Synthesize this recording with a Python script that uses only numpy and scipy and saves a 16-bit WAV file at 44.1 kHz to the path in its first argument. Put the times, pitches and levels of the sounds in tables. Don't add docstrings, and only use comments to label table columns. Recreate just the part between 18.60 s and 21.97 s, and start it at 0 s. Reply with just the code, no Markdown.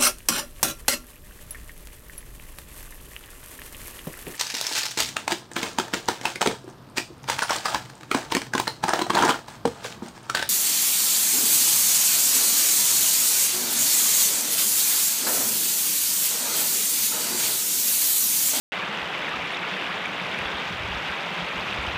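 import sys
import numpy as np
from scipy import signal
from scipy.fft import rfft, irfft, next_fast_len
from scipy.io import wavfile
from scipy.ndimage import uniform_filter1d, map_coordinates

SR = 44100
rng = np.random.default_rng(int(sys.argv[2]) if len(sys.argv) > 2 else 0)


def to_wav(sig):
    pcm = np.clip(np.atleast_2d(sig), -1, 1) * 32767
    pcm = np.round(pcm).astype(np.int16)
    wavfile.write(sys.argv[1], SR, pcm.T)


def nominal_scale(level):
    x = np.asarray(level, float) / 20
    return 10 ** x


N = 148617
START_S = .1204

# [t/s, level/dB]
WIND_STRENGTH = [(.15, -58), (.45, -63), (.8, -52), (1.1, -64), (1.35, -57), (1.55, -58), (1.8, -55),
                 (2.0, -60), (2.14, -41), (2.28, -46), (2.5, -57), (2.72, -63), (2.95, -57), (3.15, -44.5),
                 (3.35, -44)]
# [f/Hz, level/dB per Hz]
WIND_SPECTRUM = [(15, -27), (25, -17), (65, -8.5), (134, -1), (162, -60), (200, -25), (260, -46),
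                 (440, -120)]
# [t/s, peak level/dB, f/Hz]
AIR_PUSHES = [(.42, -39, 70.4), (.615, -53, 55), (.78, -43, 71), (1.27, -50, 60.6), (1.8, -36, 85),
              (1.85, -33, 65), (1.94, -34, 70), (2.2, -28.5, 97), (2.24, -27.5, 75), (2.3, -29, 61.6),
              (2.345, -30, 60.3), (2.49, -33.5, 69.5), (2.82, -37, 65), (2.97, -36, 60), (3.08, -41, 74),
              (3.185, -25.5, 64), (3.275, -25, 71.4), (3.335, -31, 80)]
# [f/Hz, level/dB per Hz]
HOLLOW_SPECTRUM = [(15, -70), (30, -38), (90, -33), (125, -7), (175, 1.9), (215, -2.5), (270, -14),
                   (400, -41)]
# [t/s, peak level/dB, f/Hz]
HOLLOW_GLUGS = [(0.232, -32, 214), (0.29, -27.5, 198), (0.69, -35, 207), (0.817, -29, 170),
                (0.999, -31, 174), (1.118, -26.5, 184), (1.298, -29.5, 182), (1.447, -36, 226),
                (1.611, -24.5, 179.6), (1.731, -26.5, 194), (1.931, -28, 215), (2.1, -26, 172),
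                (2.5, -37, 184), (2.657, -39, 178), (2.708, -27, 181), (2.784, -25.5, 169),
                (2.891, -49, 183), (2.948, -42, 192), (3.11, -29.5, 188), (3.239, -31, 201)]
# [t/s, peak level/dB, f/Hz]
NEAR_POPS = [(0.138, -22, 2060), (0.348, -21.5, 2760), (0.621, -24, 3420), (0.622, -22, 1510),
             (0.668, -20, 2030), (0.631, -23, 2100), (0.6822, -16.5, 1790), (0.7395, -23, 1240),
             (0.9463, -19.5, 3550), (0.9935, -27, 3850), (1.034, -20, 2150), (1.0494, -19, 2630),
             (1.38, -25, 3570), (1.4575, -18.5, 2290), (1.475, -25.5, 1510), (1.598, -19, 2320),
             (1.68, -27, 607), (1.7195, -22, 3460), (1.8566, -22, 3400), (2.3207, -22, 3340),
             (2.347, -26, 3600), (2.487, -25, 3200), (2.586, -26, 2540), (2.6425, -30, 3250),
             (2.885, -30, 4220), (3.117, -32, 3640), (3.2045, -26, 3550), (3.2683, -19.5, 3040)]
# [t/s, peak level/dB, f/Hz]
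DROPLET_TICKS = [(0.287, -46, 7320), (0.329, -49, 7580), (0.6827, -55, 10600), (0.9243, -44, 8900),
                 (0.94, -56, 12000), (0.972, -33, 5400), (1.166, -44, 6800), (1.4573, -42, 9730),
                 (1.4573, -35, 6370), (1.7875, -58, 14100), (1.7878, -37, 9700), (1.9707, -46, 8010),
                 (2.121, -41, 5770), (2.146, -45, 6500), (2.505, -50, 8785), (2.766, -44, 6800),
                 (2.886, -46, 8500), (3.0076, -40, 4740), (3.096, -42, 5340), (3.136, -51, 10080),
                 (3.226, -41, 7200), (3.2336, -44, 8785), (3.264, -42, 8000), (3.2688, -35, 5340)]
# [t/s, level/dB]
FLOW_STRENGTH = [(.15, -31), (.45, -30.5), (.66, -30.5), (.9, -31), (1.2, -30.5), (1.5, -31.5), (1.75, -31),
                 (1.95, -30.5), (2.2, -31.5), (2.5, -30.5), (2.8, -31.5), (3.05, -30.5), (3.35, -30)]
# [f/Hz, level/dB per Hz]
WATER_SPECTRUM = [(150, -57), (250, -4.5), (690, -2), (1490, -2.33), (1780, -4), (2100, -3.06),
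                  (2620, -3.55), (3100, -8)]
# [f/Hz, level/dB]
PORT_RESPONSE = [(3100, -.1), (3700, -3.65), (4100, -11), (5000, -16), (7000, -25.5), (10000, -35.5)]

WIND_DB, WIND_LUMP_DB = 0.4, 1
DRONE_DB, DRONE_SWAY_DB = -45.5, .8
RUSH_DB, FROTH_DB, SPRAY_DB = -1.8, -3.5, -8.5
FLOW_SWAY_DB = .3
BIGGEST_SPREADS = 4.5
TOP_HZ, TOP_DB = 16000, -10


def unit(x):
    return x / np.sqrt(np.mean(x ** 2) + 1e-20)


def curve(rows):
    return np.interp(np.arange(N) / SR, *np.transpose(rows))


def wobble(rate_hz):
    knots = rng.standard_normal(400)
    return map_coordinates(knots, [np.arange(N) * rate_hz / SR], mode="wrap")


def coloured(x, points):
    size = next_fast_len(N + 8192)
    f, db = np.transpose(points)
    bins_hz = np.fft.rfftfreq(size, 1 / SR)
    gain = nominal_scale(np.interp(np.log(bins_hz + 1), np.log(f + 1), db))
    return unit(irfft(rfft(x, size) * gain, size)[:N])


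def patchy_noise(patchy_db):
    z = signal.stft(rng.standard_normal(N), nperseg=256)[2]
    field = uniform_filter1d(rng.standard_normal(z.shape), size=5, axis=0)
    field = uniform_filter1d(field, size=12, axis=1)
    return signal.istft(z * nominal_scale(patchy_db * unit(field)), nperseg=256)[1][:N]


def bubbles(s, gain, hz, cycles, rise, onset, size):
    start = np.round(s * SR).astype(int)
    u = np.arange(size) / SR * hz[:, None]
    attack = 1 - np.exp(-u / onset)
    decay = nominal_scale(-60 * u / cycles)
    fade = np.hanning(2 * size)[size:]
    phase = 2 * np.pi * u * (1 + rise * np.minimum(u / cycles, 1))
    wave = gain[:, None] * attack * decay * fade * np.sin(phase)
    place = start[:, None] + np.arange(size)
    return np.bincount(place.ravel(), wave.ravel(), N + SR)[:N]


def swarm(lo_hz, hi_hz, spread_db, cycles, rise, onset, count, size):
    when, pitch, strength = rng.random((count, 3)).T
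    hz = lo_hz * (hi_hz / lo_hz) ** pitch
    spreads = np.minimum(-np.log(1 - strength), BIGGEST_SPREADS)
    gain = hz / hi_hz * nominal_scale(spread_db * spreads)
    return bubbles(when * N / SR, gain, hz, cycles, rise, onset, size)


def single_bubbles(rows, gain_db, cycles, rise, onset, size):
    s, db, hz = np.transpose(rows)
    return bubbles(s, nominal_scale(db + gain_db), hz, cycles, rise, onset, size)


def wind():
    level_db = curve(WIND_STRENGTH) + WIND_DB + WIND_LUMP_DB * wobble(14)
    rumble = nominal_scale(level_db) * coloured(rng.standard_normal(N), WIND_SPECTRUM)
    pushes = single_bubbles(AIR_PUSHES, gain_db=4.5, cycles=8.2, rise=0.022, onset=0.69, size=8192)
    return rumble + pushes


def hollow():
    level_db = DRONE_DB + DRONE_SWAY_DB * wobble(9.15)
    drone = nominal_scale(level_db) * coloured(rng.standard_normal(N), HOLLOW_SPECTRUM)
    glugs = single_bubbles(HOLLOW_GLUGS, gain_db=-5.0, cycles=41, rise=0.15, onset=0.66, size=8192)
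    return drone + glugs


def near_drops():
    pops = single_bubbles(NEAR_POPS, gain_db=3, cycles=34, rise=.04, onset=1.3, size=1024)
    ticks = single_bubbles(DROPLET_TICKS, gain_db=7, cycles=26, rise=.03, onset=1.4, size=256)
    return pops + ticks


def stream():
    water_end_db = WATER_SPECTRUM[-1][1]
    port_fall = PORT_RESPONSE[1:] + [(TOP_HZ, PORT_RESPONSE[-1][1] + TOP_DB)]
    colour = WATER_SPECTRUM + [(hz, db + water_end_db) for hz, db in port_fall]
    flow_db = curve(FLOW_STRENGTH) + FLOW_SWAY_DB * wobble(4.9)

    rush = nominal_scale(RUSH_DB + 0.13 * wobble(12)) * coloured(patchy_noise(patchy_db=0.22), colour)
    froth = swarm(300, 9000, spread_db=2.2, cycles=34, rise=.08, onset=1.4, count=12000, size=416)
    froth = nominal_scale(FROTH_DB + 0.2 * wobble(21.51)) * coloured(froth, colour)
    spray = swarm(3000, 16000, spread_db=2.8, cycles=9, rise=.05, onset=.5, count=7000, size=96)
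    spray = nominal_scale(SPRAY_DB + 1.1 * wobble(18)) * coloured(spray, colour)
    return nominal_scale(flow_db) * (rush + froth + spray)


def scene():
    return (wind() + hollow() + near_drops() + stream())[None]


def top_cut(x):
    return signal.sosfilt(signal.butter(12, 15200, fs=SR, output="sos"), x)


def record(dry):
    started = np.arange(N) >= START_S * SR
    return top_cut(dry * started)


dry = scene()
out = record(dry)
to_wav(out)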